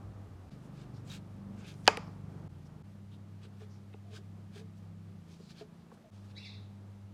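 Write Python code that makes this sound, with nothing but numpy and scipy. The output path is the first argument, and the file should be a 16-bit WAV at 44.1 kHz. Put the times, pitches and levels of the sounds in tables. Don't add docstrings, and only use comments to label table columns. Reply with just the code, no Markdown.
import sys
import numpy as np
from scipy import signal
from scipy.fft import rfft, irfft, next_fast_len
from scipy.io import wavfile
from scipy.ndimage import map_coordinates

SR = 44100
rng = np.random.default_rng(int(sys.argv[2]) if len(sys.argv) > 2 else 0)


def attenuation_scalar(level_db):
    decades = np.asarray(level_db, float) / 20
    return 10 ** decades


def to_wav(sig):
    pcm = np.clip(np.atleast_2d(sig), -1, 1) * 32767
    pcm = np.round(pcm).astype(np.int16)
    wavfile.write(sys.argv[1], SR, pcm.T)


N = 314785


def at_hz(points, hz):
    point_hz, db = np.transpose(points)
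    return np.interp(np.log(hz), np.log(point_hz), db)


def in_time(rows, outside=None):
    s, *columns = np.transpose(rows)
    return [np.interp(np.arange(N) / SR, s, c, outside, outside) for c in columns]


def coloured(x, gain_at):
    size = next_fast_len(len(x))
    hz = np.maximum(np.fft.rfftfreq(size, 1 / SR), 1)
    y = irfft(rfft(x, size) * gain_at(hz), size)[:len(x)]
    return y / np.sqrt(np.mean(y ** 2))


def band_pass(x, order, low_hz, high_hz):
    return signal.sosfilt(signal.butter(order, [low_hz, high_hz], "band", fs=SR, output="sos"), x)


def drift(rate_hz):
    steps = np.arange(0, N + 64, 64)
    slow = map_coordinates(rng.standard_normal(600), [steps / SR * rate_hz * 2 % 590], order=3)
    return np.interp(np.arange(N), steps, slow)


def ring(push, hz, t60):
    radius, angle = attenuation_scalar(-60 / (t60 * SR)), 2 * np.pi * hz / SR
    return signal.lfilter([0, np.sin(angle)], [1, -2 * radius * np.cos(angle), radius ** 2], push + 1e-18)


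# loudest at in seconds, length in seconds, level in dB,
# tilt in dB per octave.
KNIFE_STROKES = [(0.523, 0.059, -67.5, -2.5), (.65, 0.053, -74.5, -2), (0.807, 0.1, -64.5, -1.5),
                 (0.973, 0.067, -72, -5), (1.112, 0.069, -55, 1), (1.154, 0.052, -53.5, 0.5),
                 (1.622, 0.11, -65, -4.5), (1.693, 0.07, -57, 0), (1.79, .14, -74, 0), (1.853, .03, -69, 2),
                 (1.869, 0.005, -47, -4), (2.667, .025, -71, -1), (3.139, 0.063, -78, -4.5),
                 (3.445, 0.05, -62, -2.5), (3.62, .056, -63.5, -2), (4.128, 0.06, -66, -3),
                 (4.165, 0.05, -55, -.3), (4.577, 0.075, -57.5, -1), (4.78, 0.04, -75.5, -4),
                 (5.323, 0.087, -67, -0.5), (5.438, 0.13, -70.5, -2), (5.509, 0.036, -62.5, -0.5),
                 (5.599, 0.075, -58.5, -1.5), (5.941, .03, -72.5, -2), (6.161, 0.079, -71, -4),
                 (6.25, 0.071, -72.5, -6), (6.308, .032, -67.5, -3)]
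# frequency in Hz, density in dB per Hz.
RIND_RASP = [(410, -36), (700, -9), (886, -7.5), (1620, -1), (2000, -9), (2300, -2.5), (3030, -3),
             (3690, -2.5), (4860, -4.5), (8530, -13.5), (16000, -29.5)]
FIRM_DB, FIRM_LOW_HZ, THIN_OCTAVES_PER_DB = -63, 1040, 0.27
RISE_SHARE = .52
HOLLOWS_DB = 1.6


def strokes():
    size_db = 2.4 * np.minimum(rng.exponential(1, N), 3.5) + .9 * drift(55)
    sizes = attenuation_scalar(size_db) * rng.choice([-1, 1], N)
    cells = sizes * (rng.random(N) < 7000 / SR)
    out, u = np.zeros(N), np.arange(-8000, 8000) / SR
    for s, length, db, tilt_db in KNIFE_STROKES:
        hollows = rng.standard_normal(40)
        low_hz = FIRM_LOW_HZ * 2 ** (THIN_OCTAVES_PER_DB * max(FIRM_DB - db, 0))

        def rind_gain(hz):
            ripple_db = HOLLOWS_DB * np.interp(5 * np.log2(hz / 300), np.arange(40), hollows)
            colour_db = at_hz(RIND_RASP, hz) + ripple_db + tilt_db * np.log2(hz / 3500)
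            return attenuation_scalar(colour_db) / np.sqrt(1 + (low_hz / hz) ** 4)

        span = slice(int(s * SR) - 8000, int(s * SR) + 8000)
        swell = np.exp(-(u / np.where(u < 0, RISE_SHARE * length, (1 - RISE_SHARE) * length)) ** 2)
        out[span] += attenuation_scalar(db) * swell * coloured(cells[span], rind_gain)
    return out


# start in seconds, peak in dB, body pitch in Hz,
# contact length in seconds, edge in dB per octave.
MELON_ROCKS = [
    (3.433, -52.5, 428, 0.036, -8.5),
    (3.6, -47, 427, 0.042, -4),
    (4.093, -49, 431, 0.069, -1),
    (4.168, -52.5, 398, 0.033, -1),
    (4.394, -60.5, 440, 0.029, -3.5),
    (4.547, -46.5, 406, 0.035, -10.5),
    (4.583, -50.5, 440, 0.038, -7),
    (5.147, -59, 379, 0.012, -3),
    (5.608, -43, 427, 0.024, -4),
    (5.728, -70.5, 398, 0.0069, -0.5),
]
# ratio to the body pitch, level in dB, t60 in seconds.
MELON_MODES = [(.58, -12.5, 0.12), (.88, -21.5, 0.039), (1.0, 5, 0.17), (1.27, -15, .035), (1.52, 3, 0.032),
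               (1.95, -29, .025), (2.7, -15, .015)]


def rocks():
    out, t = np.zeros(N), np.arange(8000) / SR
    for s, db, body_hz, length, edge_db in MELON_ROCKS:
        push = rng.standard_normal(8000) * np.sin(np.pi * np.clip(t / length, 0, 1))
        tone = 0
        for ratio, mode_db, t60 in MELON_MODES:
            tone = tone + attenuation_scalar(mode_db + edge_db * np.log2(ratio)) * ring(push, ratio * body_hz, t60)
        out[int(s * SR):int(s * SR) + 8000] += attenuation_scalar(db) * tone / np.abs(tone).max()
    return out


SLAM_CONTACTS = [
    1.877483,
    1.878186,
    1.880544,
    1.88102,
    1.883673,
    1.886803,
    1.889728,
]
# blade in dB, board edge in dB, board middle in dB.
SLAM_STRENGTHS = [(-7, -11.5, -85), (-9, -11.5, -25), (-85, -5.5, -.5), (-40.5, -14, -55),
                  (-78, -19.5, -19), (-37.5, -71, -23), (-42, -37, -21)]
# frequency in Hz, level in dB, t60 in seconds.
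BLADE_MODES = [(1600, -12.5, .0091), (1990, -8, .0091), (3030, 5.5, .0023), (4950, 9.5, .0091),
               (6240, .5, .0091), (6840, -11, .0071), (7440, -6.5, .0069), (8790, -6, .0035),
               (11160, -17, .006)]
# frequency in Hz, level in dB, t60 in seconds.
BOARD_EDGE_MODES = [(1630, -11.5, .02), (2520, -10.5, .02), (2750, -5.5, .026), (2960, -15.5, .0157)]
# frequency in Hz, level in dB, t60 in seconds.
BOARD_MIDDLE_MODES = [(450, -26, .06), (600, -21, 0.05), (830, -1, 0.0145), (1150, -27, 0.045)]


def slam():
    at, out = np.round(np.array(SLAM_CONTACTS) * SR).astype(int), np.zeros(N)
    blade_db, edge_db, middle_db = np.transpose(SLAM_STRENGTHS)
    # modes, strength in dB, softness of the contact, direction of the push
    parts = [(BLADE_MODES, blade_db, .49, -1),
             (BOARD_EDGE_MODES, edge_db, .35, 1),
             (BOARD_MIDDLE_MODES, middle_db, .785, 1)]
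    for modes, strength_db, soft, way in parts:
        for hz, db, t60 in modes:
            clicks = np.zeros(N)
            clicks[at] = way * attenuation_scalar(strength_db + db)
            push = signal.lfilter([(1 - soft) ** 2], [1, -2 * soft, soft ** 2], clicks)
            out += ring(push, hz, t60)
    return band_pass(out, 2, 400, 10500)


# start in seconds, level in dB, frequency in Hz, t60 in seconds.
KNOCK_MODES = [(1.9719, -27, 2850, .007), (1.9719, -29, 3750, .006), (1.9725, -35, 3150, .006),
               (1.9722, -29, 2300, .013), (1.9737, -30, 1900, .009), (1.9724, -37, 5960, .007),
               (1.9726, -42, 5160, .01), (1.9724, -40, 7560, .005), (1.9722, -36, 10500, .004),
               (1.9726, -47, 9300, .008), (1.9724, -45, 13000, .004), (1.9749, -31, 468, .04),
               (1.975, -33, 834, .03), (1.974, -41, 1400, .02), (3.9372, -55, 3700, .014),
               (3.9378, -56, 2100, .014), (3.9403, -49, 2630, .013), (3.9403, -54, 1440, .014),
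               (3.9443, -41, 440, .03), (3.9443, -43, 760, .016), (5.6105, -43, 430, .08),
               (5.6105, -47, 650, .035), (5.612, -48, 270, .07)]


def knocks():
    out = np.zeros(N)
    for s, db, hz, t60 in KNOCK_MODES:
        push = np.hanning(int(SR / hz / 3) + 3)
        push = np.pad(push / push.sum(), (0, 3000 - len(push)))
        out[int(s * SR):int(s * SR) + 3000] += attenuation_scalar(db) * ring(push, hz, t60)
    return out


# start in seconds, peak in dB, lowest Hz, highest Hz.
LIGHT_TOUCHES = [(1.668, -49, 3000, 10000), (1.703, -52, 2500, 9000), (1.721, -49.5, 2500, 8000),
                 (1.74, -51, 2500, 6000), (1.855, -44, 1800, 6000), (1.8668, -37, 1800, 3200),
                 (1.0748, -54, 6000, 8600), (1.1148, -48, 3000, 9000), (1.136, -48, 1500, 7000),
                 (3.929, -58, 1400, 3200), (2.0735, -57.5, 4600, 5400), (2.079, -43, 448, 1100),
                 (5.399, -49.5, 367, 600), (5.916, -48, 700, 1250), (5.919, -49, 377, 522),
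                 (5.974, -51.5, 448, 1296), (5.61, -54, 2200, 2800)]


def ticks():
    out, t = np.zeros(N), np.arange(3000) / SR
    snap = 3.8 * (np.arange(3000) == 30)
    for s, db, low_hz, high_hz in LIGHT_TOUCHES:
        t60 = .024 * (low_hz * high_hz / 1e6) ** -.25
        grit = rng.standard_normal(3000) * np.minimum(t / .0012, 1) * attenuation_scalar(-60 * t / t60)
        puff = band_pass(grit + snap, 3, low_hz, high_hz)
        out[int(s * SR):int(s * SR) + 3000] += attenuation_scalar(db) * puff / np.abs(puff).max()
    return out


# frequency in Hz, level in dB.
YARD_COLOUR = [(180, -40.5), (300, -5), (801, -3.5), (946, -3.5), (1210, -3.5), (1680, -10), (2520, -7),
               (3640, -18.5), (4750, -18), (5700, -20.5), (6850, -20.5), (8220, -28), (16000, -44.5)]
# frequency in Hz, t60 in seconds.
YARD_T60 = [(300, 0.38), (1000, .4), (3000, .3), (5000, 0.42), (7500, 0.25), (12000, .14)]
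# frequency in Hz, width in Hz, lift in dB.
LINGERING = [(404, 70, 3), (813, 30, 4), (1010, 30, 6), (1200, 40, 5), (1450, 60, 4), (1900, 50, 4),
             (2130, 35, 5), (2430, 45, 2), (3050, 60, 4), (3980, 45, 4), (4730, 70, 4), (5080, 45, 3),
             (5380, 30, 6), (6010, 35, 7)]


def wash(s, db, rise):
    t, out = np.arange(30000) / SR, 0
    for hz in 300 * 2 ** np.arange(0, 6, .5):
        def band_gain(f):
            return attenuation_scalar(at_hz(YARD_COLOUR, f)) * np.exp(-(np.log2(f / hz) / .3) ** 2)

        band = coloured(rng.standard_normal(30000), band_gain)
        fade_db = -60 * t / at_hz(YARD_T60, hz)
        out = out + band * attenuation_scalar(at_hz(YARD_COLOUR, hz) + fade_db) * np.sqrt(hz / 1000)
    ripple_db = 1.5 * rng.standard_normal(200)

    def linger_gain(f):
        lift_db = sum(lift / (1 + (2 * (f - hz) / width) ** 2) for hz, width, lift in LINGERING)
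        return attenuation_scalar(np.interp(f / 130, np.arange(200), ripple_db) + lift_db)

    out = np.std(out) * coloured(out, linger_gain)
    out = attenuation_scalar(db) * out * np.clip(t / rise, 0, 1) * (t < .5)
    return np.pad(out, (int(s * SR), N))[:N]


# time in seconds, pitch in Hz, level in dB.
LOW_VOICE = [(6.346, 1704, -84), (6.355, 1830, -65), (6.366, 2008, -60), (6.385, 2580, -54.5),
             (6.42, 2850, -62), (6.445, 2640, -55.5), (6.465, 2180, -55.5), (6.49, 1916, -70),
             (6.53, 1742, -91)]
# time in seconds, pitch in Hz, level in dB.
HIGH_VOICE = [(6.356, 3680, -72), (6.366, 3950, -49), (6.418, 3850, -68), (6.43, 3550, -50),
              (6.455, 3470, -58.5), (6.478, 3850, -50), (6.51, 3590, -61), (6.55, 3440, -73),
              (6.58, 3450, -90)]
# frequency in Hz, gain in dB.
THROAT = [(1700, -6), (2700, 1), (3500, 2.5), (4000, 0.5), (4900, -1.5), (5200, -9), (5600, -18),
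          (6100, -9), (7000, -24), (10000, -26)]


def bird():
    call, on = 0, in_time([(6.34, 1), (6.6, 1)], outside=0)[0]
    # voice, overtone levels in dB, rasp as phase jitter in radians
    voices = [(LOW_VOICE, (0.5, 2.5, 0.0, -1), .5), (HIGH_VOICE, (-3, -10), .75)]
    for rows, overtones_db, rasp in voices:
        hz, db = in_time(rows)
        jitter = coloured(rng.standard_normal(N), lambda f: 1 / (1 + (f / 500) ** 4))
        turn = 2 * np.pi * np.cumsum(hz) / SR + rasp * jitter
        for k, overtone_db in enumerate(overtones_db, 1):
            call = call + on * attenuation_scalar(db + overtone_db + at_hz(THROAT, k * hz)) * np.sin(k * turn)
    t = np.arange(30000) / SR
    leaves = rng.standard_normal(30000) * attenuation_scalar(-60 * t / 0.5) / np.sqrt(SR * 0.031)
    scatter = attenuation_scalar(3.0) * signal.fftconvolve(call, leaves)[:N]
    wall_echo = attenuation_scalar(-9) * np.roll(call, int(.092 * SR))
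    return signal.lfilter(*signal.iirnotch(3050, 4.0, fs=SR), call + wall_echo + scatter)


# start in seconds, length in seconds, first pitch in Hz,
# blur in Hz, level in dB.
FAR_CALLS = [(0.419, .065, 744, 40, -63.5), (0.935, 0.059, 4600, 700, -72), (1.044, 0.051, 7800, 910, -76),
             (1.097, .033, 3820, 70, -55), (1.575, .053, 6900, 1200, -72), (2.654, 0.024, 5630, 300, -74),
             (3.11, 0.055, 3470, 499, -68.5), (3.69, 0.1, 5400, 900, -73), (5.299, 0.096, 4720, 1206, -75),
             (5.4, 0.16, 4440, 595, -72), (5.488, .045, 4030, 1004, -64), (5.575, 0.042, 4450, 450, -62),
             (6.035, 0.065, 668, 35, -66), (4.044, .14, 665, 50, -67), (4.155, .025, 1620, 80, -60),
             (5.78, 0.072, 4130, 898, -79), (1.635, 0.1, 2500, 280, -63), (1.64, .09, 3950, 400, -68)]


def chirps():
    out = np.zeros(N)
    for s, length, first_hz, blur_hz, db in FAR_CALLS:
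        u = np.arange(12000) / SR / length
        blur = signal.butter(2, blur_hz, fs=SR, output="sos")
        re, im = signal.sosfilt(blur, rng.standard_normal((2, 12000))) * np.sqrt(SR / blur_hz / 2)
        hz = first_hz * (1 - .032 * np.minimum(u, 1))
        turn = 2 * np.pi * np.cumsum(hz) / SR
        shape = np.clip(5 * u, 0, 1) * attenuation_scalar(-40 * np.maximum(u - .7, 0))
        i = int(s * SR)
        out[i:i + 12000] += attenuation_scalar(db) * shape * (re * np.cos(turn) + im * np.sin(turn))
    return out


# on in seconds, power off in seconds,
# hum in dB, octave in dB, coasting fade in dB per second.
PUMP_RUNS = [
    (0, 0.241, -51.5, -67.5, 0),
    (.9, 4.5, -52.5, -63.5, 23),
    (2.4815, 2.36, -47.5, -68.5, 27),
    (2.8265, 5.13, -52, -59.5, 43),
    (6.103, 12.0, -51.5, -58.5, 30.5),
]
MAINS_HZ, RESIDUE_DB = 99.8, -71
SPIN_UP_S, COAST_SAG_HZ, COAST_S, OCTAVE_FADE_DB_PER_S = 0.082, 13.1, 0.16, 87


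def pump():
    clock, flutter = np.arange(N) / SR, attenuation_scalar(1.7 * drift(15))
    starts, ends = np.r_[0, SCENE_CHANGES], np.r_[SCENE_CHANGES, N / SR]
    mains = 2 * np.pi * MAINS_HZ * clock
    out = attenuation_scalar(RESIDUE_DB) * (np.sin(mains) + np.cos(2 * mains))
    for on, off, hum_db, octave_db, fade_db in PUMP_RUNS:
        span = slice(int(on * SR), int(ends[ends > on + .05][0] * SR))
        t, wobble = clock[span], flutter[span]
        coast = np.maximum(t - off, 0)
        sag_hz = COAST_SAG_HZ * (1 - np.exp(-coast / COAST_S))
        turn = mains[span] - 2 * np.pi * np.cumsum(sag_hz) / SR
        twelfth = attenuation_scalar(-25.5) * np.sin(3 * turn)
        tone = attenuation_scalar(hum_db - fade_db * coast) * (wobble * np.sin(turn) + twelfth)
        octave_level = attenuation_scalar(octave_db - OCTAVE_FADE_DB_PER_S * coast) / wobble
        tone += octave_level * np.cos(2 * mains[span])
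        if np.abs(on - starts).min() > .05:
            tone *= np.clip((t - on) / SPIN_UP_S, 0, 1)
        out[span] += tone
    return np.sqrt(2) * out


# time in seconds, firing rate in Hz.
FIRING_RATE = [(.5, 24.6), (2.48, 24.6), (2.49, 24.9), (2.82, 25.7), (2.83, 26.7), (4.3, 27.4), (5.3, 27.9),
               (5.85, 28.1), (6.1, 28.1)]
# time in seconds, level in dB, order it favours.
FAR_PATH = [(.75, -50, 6), (1.0, -49.5, 5), (1.14, -51, 6.3), (1.35, -51.5, 7.8), (1.57, -49, 8.6),
            (1.78, -51, 6), (1.92, -49, 7.5), (2.15, -50.5, 6.6), (2.42, -48.5, 6.2), (2.55, -55, 5.6),
            (2.78, -52, 6), (2.86, -61, 6), (3.4, -60, 5.8), (4.08, -64, 3.8), (4.25, -58.5, 6),
            (5.2, -55, 6.4), (5.87, -58.5, 7), (6.09, -67, 8)]
# multiple of the firing rate, level in dB,
# extra loss per dB of distance.
LOUD_ORDERS = [(5, -1, -0.06), (6, -1.5, -0.17), (7, -2.5, 0.4), (8, 0.5, 0.05), (9, 3, 2.85)]
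# multiple of the firing rate, level in dB.
FAINT_ORDERS = [(2, -67.5), (3, -71), (10, -72.5), (11, -73), (12, -72), (14, -73.5)]


def engine():
    (hz,), (level_db, favoured) = in_time(FIRING_RATE), in_time(FAR_PATH)
    turn = 2 * np.pi * np.cumsum(hz) / SR

    def order_tone(k, db, wander_db):
        return attenuation_scalar(db + wander_db * drift(4.5)) * np.sin(round(k) * turn + rng.uniform(0, 2 * np.pi))

    out = 0
    for k, db, far in LOUD_ORDERS:
        loss_db = np.minimum(4.5 * (round(k) - favoured) ** 2, 8.5)
        out = out + order_tone(k, level_db + db + far * (level_db + 47) - loss_db, 1.5)
    for k, db in FAINT_ORDERS:
        out = out + order_tone(k, db + 1.3 * (level_db + 51.5), 3.4)
    t = np.arange(N) / SR
    return np.sqrt(2) * out * (t > SCENE_CHANGES[0]) * (t < SCENE_CHANGES[-1])


# rumble in dB, murmur in dB, hiss in dB,
# murmur drift in dB per second.
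AIR_LEVELS = [
    (-56.5, -55.5, -74, -9.5),
    (-67, -57, -73.5, 0),
    (-70, -62.5, -75, 5.5),
    (-72, -62.5, -75, -0.19),
    (-68.5, -61, -75.5, -1),
]
# frequency in Hz, density in dB per Hz.
AIR_SPECTRUM = [(15, -57.5), (28, -27), (50, -12), (90, -6.5), (160, -10.5), (240, -16), (400, -20.5),
                (700, -27), (1300, -32), (2000, -37), (5000, -44), (9000, -49.5), (14800, -56),
                (16200, -75.5)]
# frequency in Hz, width in Hz, level in dB.
HOLLOW_TONES = [(650, 58, -74), (826, 56, -74), (1190, 130, -74)]


def air():
    t = np.arange(N) / SR
    view = np.searchsorted(SCENE_CHANGES, t)
    rumble_db, murmur_db, hiss_db, slope_db = np.array(AIR_LEVELS)[view].T
    rumble_db = rumble_db + drift(1.2)
    murmur_db = murmur_db + slope_db * (t - np.r_[0, SCENE_CHANGES][view])
    bands = [(10, 130, rumble_db, 3.0), (130, 1700, murmur_db, 1.2), (1700, 20000, hiss_db, .6)]
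    out = 0
    for low, high, level_db, breath_db in bands:
        def band_gain(hz):
            return attenuation_scalar(at_hz(AIR_SPECTRUM, hz)) / np.sqrt((1 + (low / hz) ** 6) * (1 + (hz / high) ** 6))

        noise = coloured(rng.standard_normal(N), band_gain)
        out = out + attenuation_scalar(level_db + 2.0 + breath_db * drift(6.5)) * noise
    for centre_hz, width, db in HOLLOW_TONES:
        tone = coloured(rng.standard_normal(N), lambda hz: 1 / (1 + ((hz - centre_hz) / width) ** 2))
        out = out + attenuation_scalar(db + murmur_db + 56 + 1.5 * drift(2.5)) * tone
    return out


def scene():
    knife = strokes() + rocks() + slam() + knocks() + ticks()
    knife = knife + wash(1.879, -37, rise=.008)
    knife = knife + wash(1.972, -50, rise=.049)
    knife = band_pass(knife, 2, 140, 15500)
    far = pump() + engine() + air()
    return (knife + bird() + chirps() + far)[None]


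def roll_off(x):
    return signal.sosfilt(signal.butter(12, 16840, fs=SR, output="sos"), x)


SCENE_CHANGES = [
    .4985,
    2.4815,
    2.8265,
    6.104,
]


def record(dry):
    t, gate = np.arange(N) / SR, np.ones(N)
    for s in SCENE_CHANGES:
        fade_out = np.clip((s - t) / 0.0018, 0, 1)
        fade_in = np.clip((t - s) / 0.02, 0, 1)
        gate *= np.where(t < s, fade_out, fade_in)
    mix = 1.375 * np.tanh(dry * gate / 1.435)
    return roll_off(mix)


dry = scene()
out = record(dry)
to_wav(out)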